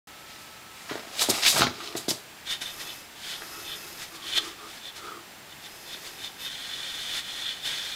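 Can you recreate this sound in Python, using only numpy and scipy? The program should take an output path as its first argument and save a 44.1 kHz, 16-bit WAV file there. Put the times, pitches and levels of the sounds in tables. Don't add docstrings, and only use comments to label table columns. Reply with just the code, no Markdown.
import sys
import numpy as np
from scipy import signal
from scipy.fft import rfft, irfft
from scipy.io import wavfile
from scipy.ndimage import uniform_filter1d

SR = 44100
rng = np.random.default_rng(int(sys.argv[2]) if len(sys.argv) > 2 else 0)


def digitize_waveform(pressure):
    field = np.atleast_2d(pressure).T
    bounded = np.clip(field, -1, 1)
    quanta = np.round(bounded * 32767).astype(np.int16)
    wavfile.write(sys.argv[1], SR, quanta)


N = 350595
TIME = np.arange(N) / SR


def disc_rub():
    # peak, rise and fall in seconds, ring in dB, hiss in dB, favoured pitch in Hz.
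    rubs = [ (2.475, .014, 0.013, -34, -47, 3340), (2.513, 0.023, 0.039, -29.5, -39, 3620),
            (2.622, 0.011, .02, -35, -39.5, 3700), (2.665, 0.025, 0.043, -36, -49.5, 3580),
            (2.814, 0.02, .015, -45, -43.5, 3500), (2.91, 0.068, 0.019, -39, -58, 3460),
            (3.31, 0.096, 0.069, -36.5, -45, 3370), (3.74, 0.058, 0.015, -32, -70, 3470),
            (4.028, 0.042, 0.024, -47, -45.5, 3450), (4.16, 0.021, 0.015, -50, -50, 3420),
            (4.29, 0.07, 0.054, -36.5, -46.5, 3370), (4.366, 0.046, 0.03, -25.5, -41.5, 3440),
            (4.378, 0.0083, 0.0097, -18, -34, 3460), (4.46, 0.076, 0.059, -45, -47.5, 3430),
            (4.755, 0.15, 0.053, -49, -53, 3370), (4.87, 0.042, .03, -39, -52.5, 3470),
            (4.968, 0.015, 0.027, -44.5, -48, 3430), (5.05, 0.058, 0.12, -51, -55.5, 3360),
            (5.52, 0.032, .025, -50, -64, 3500), (5.665, 0.045, 0.013, -43.5, -55, 3500),
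            (5.935, 0.055, 0.044, -39.5, -51.5, 3440), (6.07, .04, 0.038, -48, -48.5, 3480),
            (6.25, 0.047, 0.033, -36.5, -49, 3540), (6.46, 0.056, 0.072, -36, -51.5, 3560),
            (7.175, 0.056, .025, -43, -43, 3550), (7.505, 0.082, 0.034, -30.5, -51, 3420),
            (7.674, 0.036, 0.033, -30.5, -41.5, 3540), ]
    # time in seconds, ring in dB.
    last_drag = [(6.5, -41), (6.63, -38.5), (6.88, -37), (7.11, -35), (7.19, -33), (7.23, -42.5),
                 (7.26, -39), (7.4, -35.5), (7.62, -44.5), (7.71, -32.5), (7.95, -36.5)]
    # pitch in Hz, width in Hz, level in dB.
    disc_notes = [(1540, 340, -3), (1834, 100, -5.5), (2416, 130, -4), (3035, 104, 4), (3214, 57, 2),
                  (3420, 270, -0.5), (3540, 170, 2), (3647, 71, 2), (4143, 64, 1), (4296, 75, -2),
                  (4670, 72, -18)]
    # frequency in Hz, level in dB.
    dry_tone = [(150, -7.5), (500, -7), (1000, -7.5), (1700, 2), (2500, -0.5), (4800, 1.5), (6500, -3),
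                (9000, -7), (13000, -13), (16000, -23)]
    *_, ring_db, hiss_db, ring_hz = np.transpose(rubs)
    touches, steady = swells(rubs, shape=1.6), level(last_drag)
    ring_gain = np.hypot(together(touches, ring_db), steady)
    hiss_gain = np.hypot(together(touches, hiss_db), amp(-12) * steady)
    touch_hz, steady_hz = leading(touches, ring_db, ring_hz), 3430
    contact_hz = touch_hz + (steady_hz - touch_hz) * (steady / ring_gain) ** 2
    slips = friction(per_s=9000, spread_db=2.0, judder_db=2.4, judder_per_s=170)
    grit = friction(per_s=12000, spread_db=3.0, judder_db=0.25, judder_per_s=35)
    notes = unit(sum(amp(db + waver(per_s=12)) * ring(slips, [(hz, width, db)])
                     for hz, width, db in disc_notes))
    metal = unit(notes + amp(-5) * resonate(notes, contact_hz, width_hz=230))
    return amp(-1.5) * ring_gain * metal + amp(7.0) * hiss_gain * colour(grit, dry_tone)


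def bearing():
    # peak, rise and fall in seconds, growl in dB, whirr in dB,
    # a factor on the whirr's pitch.
    rough_patches = [ (1.88, 0.17, 0.13, -43.5, -46, 0.93), (2.8, 0.11, 0.13, -52, -50.5, 0.96),
                     (3.53, 0.17, .14, -50, -44, 1.02), (3.8, 0.22, .2, -52, -51, 1.03),
                     (4.17, 0.071, 0.21, -50.5, -47.5, 0.89), (4.45, 0.084, 0.077, -43.5, -42, .94),
                     (4.645, 0.065, 0.052, -50, -40.5, 0.95), (5.085, 0.096, 0.12, -44.5, -39, .97),
                     (6, 0.21, 0.21, -52, -57, 0.59), ]
    # peak, rise and fall in seconds, level in dB.
    singing_spells = [(2.82, 0.2, 0.21, -46.5), (3.6, 0.27, 0.53, -46), (6.02, 0.43, 0.36, -51.5),
                      (6.44, 0.05, 0.046, -44.5)]
    # pitch in Hz, width in Hz, level in dB.
    growl_notes = [(345.5, 60, 5), (402.6, 42, 0)]
    whirr_notes = [(1287, 60, -8), (1350, 190, -1)]
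    track_notes = [(1880, 240, -1), (2600, 60, 8), (4400, 200, -4), (4850, 99, -1), (5090, 120, 8),
                   (5680, 140, -7), (8540, 290, -0.5), (10050, 160, -4), (12340, 260, 0), (12830, 280, 0),
                   (13600, 260, 3)]
    # frequency in Hz, level in dB.
    sizzle_tone = [(3000, -3.5), (6000, -2), (9000, -8.5), (11200, -5), (12800, -4), (14200, -17),
                   (16000, -22)]
    *_, growl_db, whirr_db, pitch_factor = np.transpose(rough_patches)
    patches = swells(rough_patches, shape=2.9)
    bumps = friction(per_s=1800, spread_db=2.0, judder_db=0.0, judder_per_s=89)
    growl = together(patches, growl_db) * ring(bumps, growl_notes)
    shift = leading(patches, whirr_db, pitch_factor)
    whirr = unit(sum(amp(db) * resonate(bumps, hz * shift, width) for hz, width, db in whirr_notes))
    whirr *= together(patches, whirr_db)
    roughness = friction(per_s=8000, spread_db=2.5, judder_db=0.7, judder_per_s=82)
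    sing_gain = together(swells(singing_spells, shape=4), db=np.array(singing_spells)[:, -1])
    singing = sing_gain * (ring(roughness, track_notes) + amp(5.5) * colour(roughness, sizzle_tone))
    return amp(-4.5) * growl + amp(-4) * whirr + amp(-4) * singing


def hub_clunks():
    # start in seconds, thud in dB, click in dB, rattle time in seconds, bass cutoff in Hz.
    knocks = [ (0.895, -34, -35.5, 0.033, 1200), (0.912, -24, -38, 0.0033, 280),
              (0.919, -23.5, -53, .005, 280), (0.955, -24, -35, 0.0032, 230),
              (0.995, -31, -38, 0.0045, 250), (1.072, -35, -47, 0.003, 252), (1.22, -18, -43, .005, 650),
              (1.2875, -17, -37, 0.019, 220), (1.3, -22, -40, 0.011, 280), (1.543, -27, -48, 0.016, 78.5),
              (1.563, -28, -29.5, 0.024, 90), (1.594, -22.5, -29, 0.011, 89),
              (1.6087, -16, -17, 0.00083, 70), (1.62, -22, -11.5, 0.002, 100),
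              (1.641, -29, -48, 0.0061, 60), (1.649, -21, -33, 0.0013, 60), (1.669, -25, -22.5, 0.0038, 80),
              (1.804, -30, -35.5, 0.01, 1000), (1.952, -27.5, -37, .013, 149),
              (2.083, -21, -29.5, 0.002, 192), (2.113, -24, -60, 0.0025, 170),
              (2.616, -46, -50, 0.0031, 100), (3.421, -17, -40.5, 0.0066, 1500),
              (4.375, -44, -35, 0.0044, 400), ]
    # pitch in Hz, level in dB, seconds to fade by 60 dB.
    hub_notes = [(97, -10, 0.081), (124, -0.5, 0.12), (210, 3.5, 0.071), (250, -1, 0.18), (315, 9, .035),
                 (380, 3.5, 0.068), (423, -2.5, 0.056), (615, 5.5, 0.017), (710, -7, 0.02), (807, -7, 0.05),
                 (897, -12, 0.16), (1036, -18, 0.088), (1200, -6, 0.058), (1345, -6, .07),
                 (1440, -14, .063)]
    # frequency in Hz, level in dB.
    click_tone = [(300, -49), (700, 1), (1400, 11.5), (2200, 2), (4200, 1), (6500, -30), (10000, -19),
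                  (16000, -27)]
    t = np.arange(SR // 8) / SR
    blow = t == 0
    thuds, clicks = np.zeros((2, N))
    for start_s, thud_db, click_db, rattle_s, low_hz in knocks:
        noise = rng.standard_normal(len(t))
        rattle = unit(noise * abs(noise)) * np.exp(-t / rattle_s)
        bass_cut = signal.butter(2, low_hz, "highpass", fs=SR, output="sos")
        at = round(start_s * SR)
        clicks[at:at + len(t)] += amp(click_db) * (6 * blow + rattle)
        thuds[at:at + len(t)] += amp(thud_db) * signal.sosfilt(bass_cut, 18 * blow + 1.13 * rattle)
    t = np.arange(SR // 3) / SR
    hub = sum(amp(db - 60 * t / fade_s) * np.sin(2 * np.pi * hz * t) for hz, db, fade_s in hub_notes)
    hub = signal.sosfilt(signal.butter(4, 70, "highpass", fs=SR, output="sos"), hub)
    return amp(-5.5) * pass_through(thuds, hub) + amp(1.5) * colour(clicks, click_tone)


def hand_scrapes():
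    # peak, rise and fall in seconds, swell shape, level in dB,
    # fizz and rasp in dB against that level, pitch of the swish in Hz.
    hand_strokes = [ (0.33, .08, 0.25, 2, -51, -10, -14, 2900), (0.42, .03, .04, 2, -59, 5, -12, 4000),
                    (0.82, .09, 0.079, 2, -51, -2.5, -3, 2000),
                    (0.9, 0.032, 0.17, 1.6, -44, -7.5, 1.5, 1700),
                    (1.185, 0.063, 0.033, 1.2, -38, -7, -5, 2700),
                    (1.224, 0.017, 0.018, 0.91, -21, -1, -3.5, 3940),
                    (1.302, 0.0098, 0.012, 2, -25, 3.5, -7, 4860),
                    (1.35, 0.087, .1, 1.9, -31.5, -4.5, -4.5, 2500),
                    (1.464, 0.038, 0.036, 2.1, -20.5, -20, -22, 2450),
                    (1.491, 0.036, 0.045, 1.4, -22.5, 0.5, -18, 4530),
                    (1.585, 0.046, 0.032, 1.9, -29, 0.5, 2, 3620),
                    (1.63, 0.052, 0.025, 0.86, -23, -20, -1.5, 3430),
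                    (1.845, .11, 0.13, 0.86, -40.5, -11, -6, 3240),
                    (1.975, 0.011, 0.013, 2.3, -34.5, 1, -10, 4000),
                    (1.995, .012, 0.041, 0.91, -44.5, 3, -7, 4100),
                    (2.101, 0.016, 0.017, 4.4, -28, -1.5, -22, 4520),
                    (2.122, .012, 0.045, 1.1, -40, 0.5, -8, 4580), ]
    # frequency in Hz, level in dB.
    body_tone = [(900, -30), (1700, -19), (2600, -5.5), (3800, 4.5), (5000, 5), (7000, -3), (9000, -36),
                 (13000, -34)]
    fizz_tone = [(4500, -15.5), (7500, 0), (9500, -4.5), (12500, -6.5), (14500, -14), (16000, -22)]
    rasp_tone = [(200, -16), (480, -5.5), (680, 2.5), (1000, -4.5), (1180, -1), (1380, -1.5), (1700, -9.5),
                 (2400, -7), (5000, -30)]
    *_, shape, db, fizz_db, rasp_db, swish_hz = np.transpose(hand_strokes)
    strokes = swells(hand_strokes, shape)
    slips = friction(per_s=14000, spread_db=0.0, judder_db=1.3, judder_per_s=65)
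    fine_slips = friction(per_s=12000, spread_db=0.5, judder_db=1.0, judder_per_s=150)
    catches = friction(per_s=2800, spread_db=5.0, judder_db=2.0, judder_per_s=44)
    drag = friction(per_s=9000, spread_db=0.0, judder_db=4.0, judder_per_s=130)
    swish = resonate(drag, leading(strokes, db, swish_hz), width_hz=2300)
    body = together(strokes, db) * (amp(-3.5) * colour(slips, body_tone) + amp(-2.0) * swish)
    fizz = together(strokes, db + fizz_db) * colour(fine_slips, fizz_tone)
    rasp = together(strokes, db + rasp_db) * colour(catches, rasp_tone)
    return body + amp(-1.0) * fizz + amp(-2.5) * rasp


def garage_echo(x):
    # frequency in Hz, seconds to fade by 60 dB.
    fade_times = [(100, 0.28), (1000, 0.3), (4000, 0.26), (14000, 0.08)]
    bounces = rng.standard_normal(SR // 2) * (rng.random(SR // 2) < 3000 / SR)
    hz, t, bands = signal.stft(bounces, SR, nperseg=256)
    fade = amp(-60 * t / look_up(fade_times, hz)[:, None])
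    _, tail = signal.istft(bands * fade, SR, nperseg=256)
    return pass_through(x, tail)


def background():
    # frequency in Hz, level in dB.
    hiss_tone = [(25, -25), (60, -8.5), (120, -6), (340, -6.5), (500, -9), (850, -5), (1050, -8.5),
                 (1800, -6.5), (3700, -10), (8500, -18), (10800, -19), (12700, -22), (14500, -16),
                 (15800, -28)]
    # pitch in Hz, tremble in Hz, level in dB.
    camera_tones = [(7558, 14, -66), (15148, 5, -72)]
    # time in seconds, level in dB.
    early_fade = [(0, -57.5), (0.8, -57.5), (1.2, -63), (2.2, -72)]
    hiss = amp(-47) * unit(colour(rng.standard_normal(N), hiss_tone))
    whine = sum(amp(db) * whistle(hz, tremble_hz) for hz, tremble_hz, db in camera_tones)
    return hiss + whine + level(early_fade) * whistle(hz=1306, tremble_hz=13.5)


def friction(per_s, spread_db, judder_db, judder_per_s):
    size = amp(spread_db * np.minimum(rng.exponential(1, N), 4))
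    slips = (rng.random(N) < per_s / SR) * rng.choice([-1, 1], N) * size
    return unit(slips * amp(judder_db * waver(judder_per_s)))


def ring(x, notes):
    out = np.zeros(N)
    for hz, width_hz, db in notes:
        decay = np.exp(-np.pi * width_hz * np.sqrt(2) / SR)
        stage = [1, 0, -1, 1, -2 * decay * np.cos(2 * np.pi * hz / SR), decay * decay]
        out += amp(db) * unit(signal.sosfilt([stage, stage], x))
    return unit(out)


def resonate(x, hz, width_hz):
    turn = np.exp(2j * np.pi * np.cumsum(hz * np.ones(N)) / SR)
    decay = np.exp(-np.pi * width_hz * np.sqrt(2) / SR)
    smoothed = signal.lfilter([(1 - decay) ** 2], [1, -2 * decay, decay * decay], x / turn)
    return unit((turn * smoothed).real)


def colour(x, tone):
    log_gain = np.log(amp(look_up(tone, abs(np.fft.fftfreq(4096, 1 / SR)))))
    spectrum = np.exp(np.conj(signal.hilbert(log_gain)))
    return pass_through(x, np.fft.ifft(spectrum).real[:2048])


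def pass_through(x, response):
    return signal.oaconvolve(x, response / np.linalg.norm(response))[:N]


def whistle(hz, tremble_hz):
    pitch_hz = hz + tremble_hz * waver(per_s=67.0)
    return unit(np.sin(2 * np.pi * np.cumsum(pitch_hz) / SR))


def waver(per_s):
    slowing = 1 + (np.fft.rfftfreq(N, 1 / SR) / per_s) ** 4
    return unit(irfft(rfft(rng.standard_normal(N)) / slowing, N))


def swells(rows, shape):
    t = TIME[::32]
    from_peak = np.array([np.maximum((peak - t) / rise, (t - peak) / fall)
                          for peak, rise, fall, *_ in rows])
    return np.exp(-abs(from_peak) ** np.reshape(shape, (-1, 1)))


def together(gains, db):
    return np.interp(TIME, TIME[::32], np.sqrt(amp(db) ** 2 @ gains ** 2))


def leading(gains, db, values):
    power = (amp(db)[:, None] * gains) ** 2 + 1e-20
    return np.interp(TIME, TIME[::32], values @ power / power.sum(axis=0))


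def level(points):
    db = np.interp(TIME, *np.transpose(points), left=-120, right=-120)
    return uniform_filter1d(amp(db), size=128)


def look_up(points, hz):
    row_hz, values = np.transpose(points)
    return np.interp(np.log(hz + 1), np.log(row_hz + 1), values)


def amp(db):
    return 10 ** (np.asarray(db) / 20)


def unit(x):
    return x / np.sqrt(np.mean(x ** 2) + 1e-20)


def scene():
    knocks = hub_clunks()
    sliding = hand_scrapes() + disc_rub() + bearing()
    echo = garage_echo(amp(-8.0) * knocks + amp(-10.5) * sliding)
    mono = knocks + sliding + echo + background()
    return np.array([mono, mono])


def record(dry):
    start_s, top_hz = 0.072, 15800
    treble_cut = signal.firwin(801, top_hz, window=("kaiser", 9), fs=SR)
    return signal.oaconvolve(dry * (TIME >= start_s), treble_cut[None], "same", axes=1)


dry = scene()
out = record(dry)
digitize_waveform(out)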